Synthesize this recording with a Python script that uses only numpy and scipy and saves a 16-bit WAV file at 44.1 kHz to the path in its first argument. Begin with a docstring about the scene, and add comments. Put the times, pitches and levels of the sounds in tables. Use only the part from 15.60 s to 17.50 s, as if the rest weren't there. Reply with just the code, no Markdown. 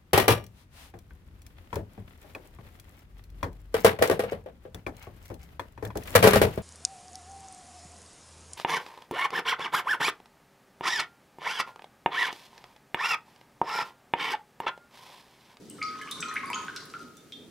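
"""Water squeezed from a soaked lump trickles into a glass bowl of water in a quiet, hard-walled kitchen.
Drops slap the surface and trap air bubbles that ring with a rising pitch; heavy ones set the bowl singing,
and the room draws each plink out. The trickle swells, then thins to single drips.
A low rumble and a faint hiss lie underneath."""
import sys
import numpy as np
from scipy import signal
from scipy.fft import rfft, irfft
from scipy.io import wavfile

SR = 44100
rng = np.random.default_rng(int(sys.argv[2]) if len(sys.argv) > 2 else 0)


def store_wav(level_fs):
    """Save 16-bit WAV to argv[1]."""
    pcm = np.round(np.clip(np.atleast_2d(level_fs), -1, 1) * 32767)
    wavfile.write(sys.argv[1], SR, pcm.T.astype(np.int16))


N = 83790

BUBBLE_ATTACK_S = 0.0004
SCATTER_DB, PAN_DB = 8, 2  # tiny bubbles and droplets: largest random boost and left-right difference


def amp(db):
    """Turn decibels into a gain to multiply by."""
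    return 10 ** (np.asarray(db) / 20)


def unit(x):
    """Scale a signal to an average (rms) level of 1."""
    return x / np.sqrt(np.mean(x ** 2) + 1e-20)


def read(points, hz):
    """Look up a table between its rows, on a scale of octaves."""
    f, value = np.transpose(points)
    return np.interp(np.log(hz + 1), np.log(f + 1), value)


def add(mix, s, sound, pan_db=0):
    """Mix a sound in at s seconds, pan_db louder on the left than on the right."""
    part = mix[:, max(round(s * SR), 0):][:, :sound.shape[-1]]
    part += amp([[pan_db / 2], [-pan_db / 2]]) * sound[..., :part.shape[1]]


def diffuse(pair, colour):
    """Shape the tone of two unrelated signals and make them partly alike, as sound from all around is."""
    # How alike left and right are: (frequency [Hz], likeness [0-1])
    likeness = [(30, .5), (150, .85), (400, .85), (1000, .68), (2300, .7), (5000, .3), (14000, .05)]
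    spectra = rfft(pair)
    hz = np.linspace(0, SR / 2, spectra.shape[1])
    same = read(likeness, hz)
    mid = spectra[0] * np.sqrt((1 + same) / 2)
    side = spectra[1] * np.sqrt((1 - same) / 2)
    return irfft(np.array([mid + side, mid - side]) * amp(read(colour, hz)), pair.shape[1])


def room_noise():
    """A low, wavering rumble, lifted where the room resonates, with a faint even hiss."""
    # Tone of the rumble: (frequency [Hz], relative level [dB])
    rumble_colour = [(15, -70), (25, -27), (70, -17), (98, -10), (289, -0.5), (343, -5), (431, -5.5),
                     (615, -17), (750, -21), (980, -22), (1650, -120)]
    # Wavering of the rumble: (time [s], relative level [dB])
    rumble_level = [(0, 4), (0.251, 2.5), (.5, -1), (.61, 7.5), (.72, 0), (.96, 5.5), (1.12, 1.5),
                    (1.32, -0.5), (1.44, 3), (1.56, -4), (1.71, -4), (1.79, 1.5)]
    # Low resonances of the kitchen: (frequency [Hz], lift [dB])
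    resonances = [(152, 6), (241, 9), (299, 3.5), (369, 5.5), (428, 9.5)]
    # Tone of the hiss: (frequency [Hz], relative level [dB])
    hiss_colour = [(350, -7), (600, -3), (1010, -12), (1280, -3), (1550, -6), (6920, -11.5), (13800, -17),
                   (16000, -21)]
    rumble_db, hiss_db, half_width_hz = -50.5, -60.5, 1.87
    hz = np.fft.rfftfreq(N, 1 / SR)
    lift_db = sum(lift / (1 + ((hz - f) / half_width_hz) ** 2) for f, lift in resonances)
    rumble = diffuse(rng.standard_normal((2, N)), rumble_colour)
    rumble = irfft(rfft(rumble) * amp(lift_db), N)
    rumble *= amp(np.interp(np.arange(N) / SR, *np.transpose(rumble_level)))
    hiss = diffuse(rng.standard_normal((2, N)), hiss_colour)
    return amp(rumble_db) * unit(rumble) + amp(hiss_db) * unit(hiss)


def slap(db, hz, decay):
    """Water hits water in a short burst of noise; the brighter it is, the more left and right differ."""
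    half_width_octaves, top_hz, apart_hz = 0.55, 14200, 12000
    t = np.arange(1024) / SR
    edges = np.clip(hz * 2 ** (half_width_octaves * np.array([-1, 1])), 100, [0.8 * top_hz, top_hz])
    noise = rng.standard_normal((2, len(t))) * np.exp(-t / decay)
    mid, side = signal.lfilter(*signal.butter(2, edges, "bandpass", fs=SR), noise)
    burst = unit(mid) + np.outer([1, -1], unit(side)) * min((hz / apart_hz) ** 2, 1)
    return amp(db) * burst / np.linalg.norm(burst) * np.sqrt(decay * SR) / 2


def spray():
    """Fine droplets tick on the surface and in the wet lump."""
    # Strength of the spray: (time [s], relative level [dB])
    spray_level = [(0, -9.5), (.15, -7.5), (.25, -2), (.55, -3), (.95, -2), (1.1, -5), (1.3, -4.5),
                   (1.42, -2), (1.55, -38)]
    ticks_per_s, centres_hz = 420, 4570 * 2 ** np.linspace(-0.5, 0.8, 24)
    ticks = [slap(db=-53, hz=hz, decay=0.0015) for hz in centres_hz]
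    out = np.zeros((2, N))
    for when, pick, loud, pan in rng.random((int(ticks_per_s * N / SR), 4)):
        s = when * N / SR
        db = np.interp(s, *np.transpose(spray_level)) + SCATTER_DB * loud
        add(out, s, amp(db) * ticks[int(pick * len(ticks))], PAN_DB * (2 * pan - 1))
    return out


def bubble(hz, db, life, rise):
    """A fading ring that rises in pitch, as an air bubble's does when it nears the surface."""
    t = np.arange(0, 5 * life, 1 / SR)
    pitch = hz * (1 + rise * np.minimum(t / life, 2))
    envelope = (1 - np.exp(-t / BUBBLE_ATTACK_S)) * np.exp(-(t / life) ** 1.3)
    return amp(db) * envelope * np.sin(2 * np.pi * np.cumsum(pitch) / SR)


def trickle():
    """The thin stream sheds small bubbles at random, louder the more strongly it flows."""
    # Strength of the trickle: (time [s], relative level [dB])
    flow = [(0, -53), (.17, -16), (.3, -3), (.45, -4), (.68, -0.5), (.98, -1), (1.12, -5), (1.22, -7.5),
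            (1.36, -24), (1.9, -42)]
    bubbles_per_s, low_hz, high_hz, life_cycles = 380, 1040, 8100, 6
    base_db, db_per_octave = -43.5, -4
    out = np.zeros((2, N))
    for when, height, loud, pan in rng.random((int(bubbles_per_s * N / SR), 4)):
        s = when * N / SR
        hz = low_hz * (high_hz / low_hz) ** height
        db = base_db + np.interp(s, *np.transpose(flow)) + SCATTER_DB * loud
        db += db_per_octave * np.log2(hz / low_hz)
        add(out, s, bubble(hz, db, life_cycles / hz, rise=0.02), PAN_DB * (2 * pan - 1))
    return out


def drips():
    """The drops that stand out, with the rings and plops they set off."""
    # Trapped bubbles, and one faint, long ring near 1050 Hz, probably from the bowl:
    # (time [s], starting pitch [Hz], level [dB], life [s], pitch rise [share per life])
    rings = [(0.098, 8060, -35, 0.0028, 0.045), (0.105, 2840, -43, 0.0027, 0.053),
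             (.184, 1365, -45.5, 0.01, 0.0097), (.2235, 2266, -33.5, .004, 0.036),
             (0.221, 1247, -32.5, 0.026, 0.011), (0.249, 5250, -34.5, 0.0023, 0.077),
             (.4125, 2015, -32.5, 0.0042, 0.072), (0.416, 1683, -35, 0.0094, 0.01),
             (0.42, 2924, -42.5, 0.0077, 0.054), (.475, 2290, -29, 0.0014, 0.029),
             (0.475, 1173, -37.5, 0.011, 0.011), (.490, 2730, -34.5, 0.0021, 0.086),
             (0.52, 3790, -35, 0.003, 0.046), (.53, 1050, -56, 0.17, 0.008),
             (0.6264, 2380, -23.5, 0.0041, 0.038), (0.629, 1358, -31, 0.02, 0.03),
             (.683, 4030, -39.5, 0.0045, 0.022), (.685, 5640, -32.5, 0.0016, 0.12),
             (.712, 1800, -34, 0.0084, 0.063), (0.7589, 1520, -27, 0.0088, 0.16),
             (.833, 1082, -34, 0.029, 0.02), (0.869, 4620, -44.5, 0.01, 0.038),
             (.901, 2000, -22, 0.0017, 0.12), (.902, 963, -27.5, 0.01, 0.02),
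             (0.9309, 2316, -21, 0.0026, 0.16), (.935, 2894, -27, 0.0042, 0.12),
             (.945, 6560, -23, 0.0023, 0.023), (.940, 1045, -36.5, 0.04, 0.008),
             (0.956, 1280, -36, 0.014, 0.03), (0.96, 1440, -34.5, 0.01, 0.017),
             (1.083, 1492, -25, 0.0044, 0.039), (1.162, 2620, -34, 0.0022, 0.067),
             (1.166, 1430, -37, 0.0091, 0.028), (1.569, 3580, -58, 0.02, 0.0023),
             (1.723, 3229, -39.5, 0.0084, 0.01), (1.7225, 3560, -43.5, 0.021, 0.012)]
    # Bubbles that burst at the surface while still ringing:
    # (time [s], starting pitch [Hz], final pitch [Hz], level [dB], life [s], swell over the life [dB])
    plops = [(.2148, 2060, 2300, -23, 0.0057, 9), (0.2265, 4220, 5010, -29, 0.0031, 1),
             (0.5138, 3370, 3884, -30, 0.0048, 1.5), (0.603, 5300, 6590, -31.5, 0.0033, 2),
             (0.6054, 7000, 8300, -30, 0.0038, 5), (0.7409, 7700, 11700, -26, 0.00069, -4),
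             (0.7638, 1866, 2390, -20.5, .0055, 2), (0.8591, 8150, 10600, -31, 0.00077, -3),
             (1.3389, 1338, 1417, -32, 0.015, -4.5)]
    # Slaps on the water and wet clicks of the lump: (time [s], level [dB], centre [Hz], decay [s])
    slaps = [(0.0997, -34, 8400, 0.0017), (0.183, -41, 1980, 0.0021), (0.2276, -32, 5030, 0.0023),
             (0.4139, -36.5, 3900, 0.00079), (0.417, -41, 7200, 0.0035), (0.5109, -29.5, 6570, 0.0047),
             (0.513, -23.5, 9300, 0.00063), (0.605, -33.5, 7500, .003), (0.625, -26, 2550, 0.0031),
             (0.7578, -19, 2270, 0.00025), (0.8314, -40, 2470, 0.0011), (0.902, -28, 9100, 0.00095),
             (0.9319, -25.5, 3760, 0.0011), (0.9573, -35, 3550, 0.0025), (1.051, -37, 11600, 0.00045),
             (1.082, -28, 1920, 0.00093), (1.1624, -26.5, 4070, 0.0043), (1.1611, -27, 10200, 0.00025),
             (1.254, -42, 13000, 0.0043), (1.300, -39, 5300, .002), (1.338, -26, 2180, 0.00039),
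             (1.569, -41, 7400, 0.0028), (1.722, -32.5, 3950, 0.00094)]
    out = np.zeros((2, N))
    for sound, events in (bubble, rings), (plop, plops), (slap, slaps):
        for s, *settings in events:
            add(out, s, sound(*settings))
    return out


def bowl():
    """Each heavy drop adds energy to the tones of the glass, which sing on between the drips."""
    # Tones of the filled bowl: (pitch [Hz], relative level [dB], time to fade by 60 dB [s])
    tones = [(1266, 1.5, 0.88), (1385, -18, 0.97), (2131, -12.5, 0.44), (2390, -18, 0.52)]
    # Drops heavy enough to set the bowl ringing: (time [s], level [dB])
    knocks = [(.184, -47.5), (0.22, -33), (0.63, -38.5), (.683, -39.5), (0.933, -39), (1.339, -48.5)]
    rise_s = 0.004
    t, out = np.arange(N) / SR, np.zeros((2, N))
    for (hz, tone_db, fade_s), phase in zip(tones, rng.random(len(tones))):
        energy = 0
        for s, db in knocks:
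            age = np.maximum(t - s, 0)
            ring = amp(db + tone_db - 60 * age / fade_s) * (1 - np.exp(-age / rise_s))
            energy += ring ** 2
        out += np.sqrt(energy) * np.sin(2 * np.pi * (hz * t + phase))
    return out


def plop(hz, end_hz, db, life, swell_db):
    """A bubble glides up in pitch and stops short as it bursts."""
    burst_s = 0.00047
    t = np.arange(0, life + burst_s, 1 / SR)
    pitch = hz + (end_hz - hz) * t / life
    gain = amp(db + swell_db * t / life - max(swell_db, 0))
    envelope = (1 - np.exp(-t / BUBBLE_ATTACK_S)) * np.clip((life - t) / burst_s + 0.5, 0, 1)
    return gain * envelope * np.sin(2 * np.pi * np.cumsum(pitch) / SR)


def kitchen(x):
    """A few quick echoes from bowl and worktop, then a long wash of echoes from all around."""
    # How long the room rings: (frequency [Hz], time to fade by 60 dB [s])
    fade_times = [(300, 0.68), (1300, 0.5354), (3500, 0.4438), (7000, 0.3959), (14000, 0.5446)]
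    # Tone of the echoes: (frequency [Hz], gain [dB])
    echo_colour = [(300, 4.5), (1300, 0), (2500, -1.5), (3800, 4.5), (7000, 0.5), (10000, -1), (14000, -13)]
    tail_db, build_up_s = -1.5, 0.017
    early_db, early_s, count = -4, 0.018, 8
    hz, when, spectra = signal.stft(rng.standard_normal((2, SR)), SR, nperseg=256)
    fade = amp(-60 * when / read(fade_times, hz)[:, None])
    tail = signal.istft(spectra * fade, SR, nperseg=256)[1][:, :SR]
    tail *= 1 - np.exp(-np.arange(SR) / SR / build_up_s)
    tail *= amp(tail_db) / np.linalg.norm(tail[0])
    early_delays = (rng.uniform(0.0982, 1, (2, count)) * early_s * SR).astype(int)
    for channel, delays, signs in zip(tail, early_delays, rng.choice([-1, 1], (2, count))):
        channel[delays] += signs * amp(early_db) / np.sqrt(count)
    return signal.fftconvolve(x, diffuse(tail, echo_colour), axes=1)[:, :N]


def scene():
    """Water and bowl, heard directly and through the room, over the room's own noise."""
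    background = room_noise()
    water = drips() + trickle() + spray()
    glass = bowl()
    return background + water + glass + kitchen(water + amp(-10.5) * glass)


def record(dry):
    """Cut away the very highest treble."""
    low_pass = signal.firwin(511, cutoff=16100, window=("kaiser", 9), fs=SR)
    return signal.oaconvolve(dry, low_pass[None], "same")


dry = scene()
out = record(dry)
store_wav(out)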